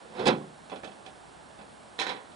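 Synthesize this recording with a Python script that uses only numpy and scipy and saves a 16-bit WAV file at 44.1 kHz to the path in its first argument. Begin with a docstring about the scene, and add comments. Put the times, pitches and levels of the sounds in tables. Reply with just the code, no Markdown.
"""A short scrape swells into a rattling clack: a sheet-metal letterbox door swings shut, off to the right.
The scrape is a run of tiny slips; the door then bounces on its frame and sets the box ringing.
Fingers knock and fiddle at the latch, which snaps over in two short bursts of clicks.
Each contact is a crack, a noisy wash of dense metal modes and a few clear ringing ones.
The trunks scatter back a faint tail, and the quiet wood hushes steadily underneath."""
import sys
import numpy as np
from scipy import signal
from scipy.fft import rfft, irfft
from scipy.io import wavfile

SR = 44100
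rng = np.random.default_rng(int(sys.argv[2]) if len(sys.argv) > 2 else 0)


def output_pcm(signal):
    """Save a mono or channel-first signal as 16-bit PCM at the path in sys.argv[1].

    Samples are clipped to [-1, 1] before scaling.
    """
    pcm = np.clip(np.atleast_2d(signal).T, -1, 1) * 32767
    wavfile.write(sys.argv[1], SR, np.round(pcm).astype(np.int16))


N = 103635
HARDNESS_HZ = 1630  # a harder contact brightens the sound from about here up

# where the door sits in the stereo image: pitch_hz, left_over_right_db
DOOR_PAN = [(60, 6), (120, -0.5), (260, -1.5), (540, -5.0), (1130, -8.5), (2350, -13), (4900, -9.5),
            (10200, -9)]
# how far the left ear leads the right for the whole box: pitch_hz, lead_rad
LEFT_LEAD = [(60, -.2), (200, -.45), (500, -1), (1100, -1.6), (2000, -2.5), (2500, -2.4), (3200, -.2),
             (5000, 0)]
# how alike both ears hear latch and knocks: pitch_hz, correlation
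SHUT_BOX_LIKENESS = [(100, 1), (300, 0.75), (800, 0.66), (1300, 0.29), (3000, 0.14), (5000, 0.94),
                     (7000, 1)]


def door():
    """The door scrapes in and rattles against the frame; its sheet and the box panels ring."""
    # bounces on the frame: start_s, level_db, treble_db
    bounces = [(.1935, -13.5, 0), (.256, -5.5, 2), (.2635, 1.5, -1.5), (.2705, 1.5, 3), (.2785, -0.5, 6.5),
               (.2865, 0, -8), (.306, -7, -2.5), (.414, -21.5, -17)]
    # ringing of the box panels: pitch_hz, level_db, t60_s
    box_modes = [(125, -12, .3), (151, -12, .65), (172, -10, .4), (209, -7, .42), (228, -6, .37),
                 (287, -11, .4), (355, -11, .3), (377.5, -2, .44), (453, -7, .3), (502, 1, .3),
                 (550, -11, .28), (631, -13, .28), (742, -5, .24), (1060, -14, .3), (1102, -13, .25)]
    # ringing of the thin door sheet: pitch_hz, level_db, t60_s
    sheet_modes = [(1340, 2, .2), (1402, 1, .2), (1475, -1, .2), (1538, 0, .22), (1694, -2, .18),
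                   (2335, 0, .16), (2610, -4, .12), (3427, -1, .17), (3731, -2, .14), (3875, -4, .14),
                   (3958, -1, .16), (4173, -4, .18), (5000, -3, .12), (5087, -4, .11)]
    # tone of the wash of weaker modes: pitch_hz, density_db
    colour = [(24, -77), (40, -44), (188, -11), (367, -10.5), (508, -3), (611, -21.5), (735, -5.5),
              (926, -5.5), (1250, -14.5), (2560, -17), (2810, -14.5), (3880, -18.5), (6750, -31),
              (9120, -28.5), (10000, -34.5), (13000, -75), (22000, -120)]
    # ring time of the wash: pitch_hz, t60_s
    decay = [(100, 0.26), (200, 0.43), (500, 0.31), (1200, .2), (3500, 0.15), (8000, 0.028)]
    # how alike both ears hear the wash: pitch_hz, correlation
    likeness = [(60, 0.66), (150, 1), (800, 0.91), (1400, 0.32), (2400, .4), (3500, 1), (10000, 1)]
    contacts = np.vstack([bounces, slips()])
    scrape = low_cut(clatter(slips(), colour, decay, likeness, crack_db=-2), hz=131, order=3)
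    clack = clatter(bounces, colour, decay, likeness, crack_db=-0.5)
    wash = from_db(-23) * sheet_clang(scrape + clack)
    panels = from_db(-29) * ringing(contacts, box_modes)
    sheet = from_db(-42.5) * ringing(contacts, sheet_modes)
    return placed(wash + panels + sheet, DOOR_PAN, LEFT_LEAD)


def slips():
    """The scrape is a run of small, dull, uneven contacts: rows of start_s, level_db, treble_db."""
    # force of the scrape as the door swings in: time_s, force_db
    swing = [(.0, -24), (0.101, -22), (.15, -8.5), (.185, -1), (.215, 0.5), (.24, -1.5), (.26, -5)]
    slips_per_s, spread_db, treble_db = 300, 1.5, -4.5
    time_s, force_db = np.transpose(swing)
    time_jitter, level_jitter = rng.standard_normal((200, 2)).T
    start_s = (np.arange(len(time_jitter)) + .5 * time_jitter) / slips_per_s
    level_db = -18.5 + np.interp(start_s, time_s, force_db) + spread_db * level_jitter
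    contacts = np.column_stack([start_s, level_db, np.full(len(start_s), treble_db)])
    return contacts[start_s < time_s[-1]]


def latch():
    """The latch snaps over in hard clicks, carried by the door sheet."""
    # clicks of the latch: start_s, level_db, treble_db
    snaps = [(1.984, -16, -1), (1.9897, 0, 1.5), (1.9975, 2.5, 3.5), (2.0152, -3, 5), (2.0235, -11.5, 6),
             (2.0666, 0.5, 0), (2.092, -1, -2), (2.098, -1, -5.5), (2.165, -11.5, -11), (2.251, -23, -7),
             (2.317, -28, 3.5)]
    # ringing of the latch and its plate: pitch_hz, level_db, t60_s
    modes = [(482, -8, .3), (508, -9, .3), (779, -2, .3), (824, -6, .28), (981, 0, .3), (1450, -6, .25),
             (1539, -6, .3), (1815, 2, .22), (2358, -5, .16), (3232, -5, .2), (3273, -6, .16),
             (3691, -6, .2), (3956, 0, .16), (5376, -11, .17)]
    # tone of the wash of weaker modes: pitch_hz, density_db
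    colour = [(53, -55), (90, -42.5), (198, -10), (236, -10), (490, -5.5), (633, -11.5), (787, -8),
              (958, -3), (1190, -11.5), (1840, -4), (2780, -11.5), (3190, -7.5), (4370, -8.5), (4730, -15),
              (10000, -30.5), (13000, -66), (22000, -120)]
    # ring time of the wash: pitch_hz, t60_s
    decay = [(200, 0.49), (900, 0.4), (3500, 0.22), (8000, 0.15)]
    # where the latch sits: pitch_hz, left_over_right_db
    pan = [(60, 8), (120, -19), (260, 1), (540, -2.5), (1130, -7), (2350, -14), (4900, -13.5), (10200, -9)]
    wash = from_db(-33.5) * sheet_clang(clatter(snaps, colour, decay, SHUT_BOX_LIKENESS, crack_db=3.5))
    plate = from_db(-40) * ringing(snaps, modes)
    return placed(wash + plate, pan, LEFT_LEAD)


def knocks():
    """Fingers draw soft, hollow bumps from the shut door."""
    # fingers knocking and fiddling: start_s, level_db, treble_db
    taps = [(.6977, -11, 8), (.7182, 1.5, -8), (.727, 1.5, -9.5), (.7586, -4.5, 2), (.834, 1, -9.5),
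            (.843, -7, 10.5), (.876, -8.5, 3), (.9172, -15, 5), (.98, -19.5, -1), (1.052, -19, 7),
            (1.0624, -9, 9.5), (1.08, -14.5, -30), (1.5029, -17, -5), (1.59, -10.5, -2), (1.612, -10, -1)]
    # ringing of the shut door under a finger: pitch_hz, level_db, t60_s
    modes = [(204.8, -5, 0.42), (296.6, -6, 0.23), (423, 0.5, 0.083), (562, -2.5, 0.16), (768, 2, 0.3),
             (816, -10, .22), (1000, -5.5, .2), (1740, -6, 0.25)]
    # tone of the wash of weaker modes: pitch_hz, density_db
    colour = [(53, -49), (90, -34.5), (198, -12), (685, -5), (756, -6), (1190, -12), (1730, -14),
              (1910, -17), (2470, -13), (2830, -10), (10000, -43.5), (13000, -69), (22000, -120)]
    # ring time of the wash: pitch_hz, t60_s
    decay = [(200, 0.43), (900, 0.17), (3500, 0.13), (8000, .09)]
    wash = from_db(-38.5) * sheet_clang(clatter(taps, colour, decay, SHUT_BOX_LIKENESS, crack_db=-7))
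    body = from_db(-45.5) * ringing(taps, modes)
    return placed(wash + body, DOOR_PAN, LEFT_LEAD)


def ringing(hits, modes, spread_db=2):
    """Every contact strikes every mode with its own strength and sign; each mode keeps its energy share."""
    start_s, hit_db, treble_db = np.transpose(hits)
    level_jitter, polarity = rng.standard_normal((len(start_s), 2, len(modes))).transpose(1, 2, 0)
    rings = 0
    for k, (hz, mode_db, t60_s) in enumerate(modes):
        strike_db = hit_db + mode_db + treble_db * treble_share(hz) + spread_db * level_jitter[k]
        strikes = from_db(strike_db) * np.sign(polarity[k])
        radius, angle = from_db(-60 / (t60_s * SR)), 2 * np.pi * hz / SR
        feedback = [1, -2 * radius * np.cos(angle), radius ** 2]
        ring = signal.lfilter([0, np.sin(angle)], feedback, impulses(start_s, strikes))
        energy = np.sum(strikes ** 2) / (2 * (1 - radius ** 2))
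        rings = rings + ring * np.sqrt(energy / np.sum(ring ** 2))
    return low_cut(rings, hz=91.1, order=4)


def clatter(hits, colour, decay, likeness, crack_db):
    """Each contact gives a crack, a wash of dense sheet-metal modes and a faint tail among the trees."""
    start_s, level_db, treble_db = np.transpose(hits)
    bands = 0
    for hz, band in noise_bands(colour, likeness):
        power = impulses(start_s, from_db(level_db + treble_db * treble_share(hz)) ** 2)
        crack = from_db(crack_db) ** 2 * np.minimum(treble_share(2 * hz), 1) * dying(power, t60_s=0.025)
        wash = dying(power, at_hz(decay, hz))
        trunk_scatter = from_db(-25.5) ** 2 * dying(power, t60_s=0.48)
        bands = bands + band * np.sqrt(crack + wash + trunk_scatter)
    return hollowed(bands)


def sheet_clang(x):
    """The treble of a contact gathers in the sheet's broad resonances and sinks between them."""
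    # quickly damped resonances of the door sheet: pitch_hz, width_hz, lift_db
    resonances = [(1460, 150, 4), (1960, 80, 4), (2360, 90, 4), (2600, 100, 7), (3050, 70, 4),
                  (3420, 90, 7), (3800, 170, 5), (4170, 90, 7), (4640, 150, 5), (5040, 120, 7),
                  (5390, 80, 6), (6150, 250, 6), (8860, 100, 7), (9370, 120, 7)]
    dipped = x + (from_db(-3.5) - 1) * low_cut(x, HARDNESS_HZ, order=1)
    clang = 0
    for hz, width_hz, lift_db in resonances:
        peak = signal.lfilter(*signal.iirpeak(hz, hz / width_hz, fs=SR), dipped)
        clang = clang + (from_db(lift_db) - 1) * peak
    return dipped + clang


def hollowed(x):
    """Narrow gaps open between the groups of modes."""
    # where the metal hardly sounds: pitch_hz, width_hz
    gaps = [(2850, 130), (4430, 200), (4930, 70), (5210, 80), (5700, 140)]
    for hz, width_hz in gaps:
        x = signal.lfilter(*signal.iirnotch(hz, hz / width_hz, fs=SR), x)
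    return x


def treble_share(hz):
    """How far a contact's hardness acts at this pitch: not at all in the bass, ever more higher up."""
    return np.log10(1 + (hz / HARDNESS_HZ) ** 2)


def impulses(start_s, sizes):
    """One single-sample kick for each contact."""
    return np.bincount((np.maximum(start_s, 0) * SR).astype(int), sizes, N)[:N] + 1e-18


def dying(power, t60_s):
    """Energy that is put in dies away exponentially."""
    return signal.lfilter([1], [1, -from_db(-120 / (t60_s * SR))], power)


def low_cut(x, hz, order):
    """Roll off the lows below the given pitch."""
    return signal.sosfilt(signal.butter(order, hz, "high", fs=SR, output="sos"), x)


def noise_bands(colour, likeness):
    """Third-octave bands of stereo noise as (centre_hz, band); together about rms 1."""
    edges = 22 * 2 ** (np.arange(28) / 3)
    centres = np.sqrt(edges[1:] * edges[:-1])
    gains = from_db(at_hz(colour, centres))
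    gains = gains / np.sqrt(np.sum(gains ** 2 * np.diff(edges)) * 2 / SR)
    white = rng.standard_normal((2, 2, N))  # neighbouring bands take separate noise
    for k, hz in enumerate(centres):
        bandpass = signal.butter(3, edges[k:k + 2], "band", fs=SR, output="sos")
        mid, side = signal.sosfilt(bandpass, white[k % 2])
        alike = np.clip(at_hz(likeness, hz), -1, 1)
        stereo = np.sqrt((1 + alike) / 2) * mid + np.sqrt((1 - alike) / 2) * side * [[1], [-1]]
        yield hz, gains[k] * stereo


def placed(x, pan, lead=None):
    """Give each pitch its level and phase difference between the ears."""
    hz = np.arange(N + 1) * SR / (2 * N)
    ratio = from_db(at_hz(pan, hz))
    turn = 1 if lead is None else np.exp(1j * at_hz(lead, hz))
    ears = np.array([ratio * turn, np.ones(N + 1)]) * np.sqrt(2 / (1 + ratio ** 2))
    return irfft(rfft(x, 2 * N) * ears)[:, :N]


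def from_db(db):
    """Decibels to gain."""
    return 10 ** (np.asarray(db) / 20)


def at_hz(points, hz):
    """Read a curve on a log-frequency axis."""
    pitch_hz, value = np.transpose(points)
    return np.interp(np.log(np.maximum(hz, 1)), np.log(pitch_hz), value)


def woodland_hush():
    """A smooth, distant outdoor bed with a little hiss."""
    # tone of the hush: pitch_hz, density_db
    colour = [(20, -22), (35, -23.5), (48, -9), (62, -3.5), (90, -7), (190, -1.5), (260, -2), (450, -4),
              (600, -0.5), (900, 0), (1150, -7), (1550, -7), (2200, -15.5), (3600, -16), (5000, -21.5),
              (6200, -25.5), (8000, -21), (10000, -21.5)]
    # how alike both ears hear it: pitch_hz, correlation
    likeness = [(60, 0.46), (140, 0.49), (330, -0.034), (780, 0.025), (1840, 0.012), (4330, 1),
                (10200, 0.99)]
    # which way it leans: pitch_hz, left_over_right_db
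    pan = [(60, 2.5), (170, 7), (470, -4.0), (1310, -5.5), (3650, -3), (10200, -0.5)]
    hush = sum(band for _, band in noise_bands(colour, likeness))
    return from_db(-50.5) * placed(hush, pan)


def scene():
    """The letterbox, to the right, in the still wood."""
    return woodland_hush() + door() + knocks() + latch()


def record(dry):
    """A steep low-pass takes off the very top."""
    cutoff_hz = 10150
    return signal.sosfilt(signal.ellip(12, .1, 80, cutoff_hz, fs=SR, output="sos"), dry)


dry = scene()
out = record(dry)
output_pcm(out)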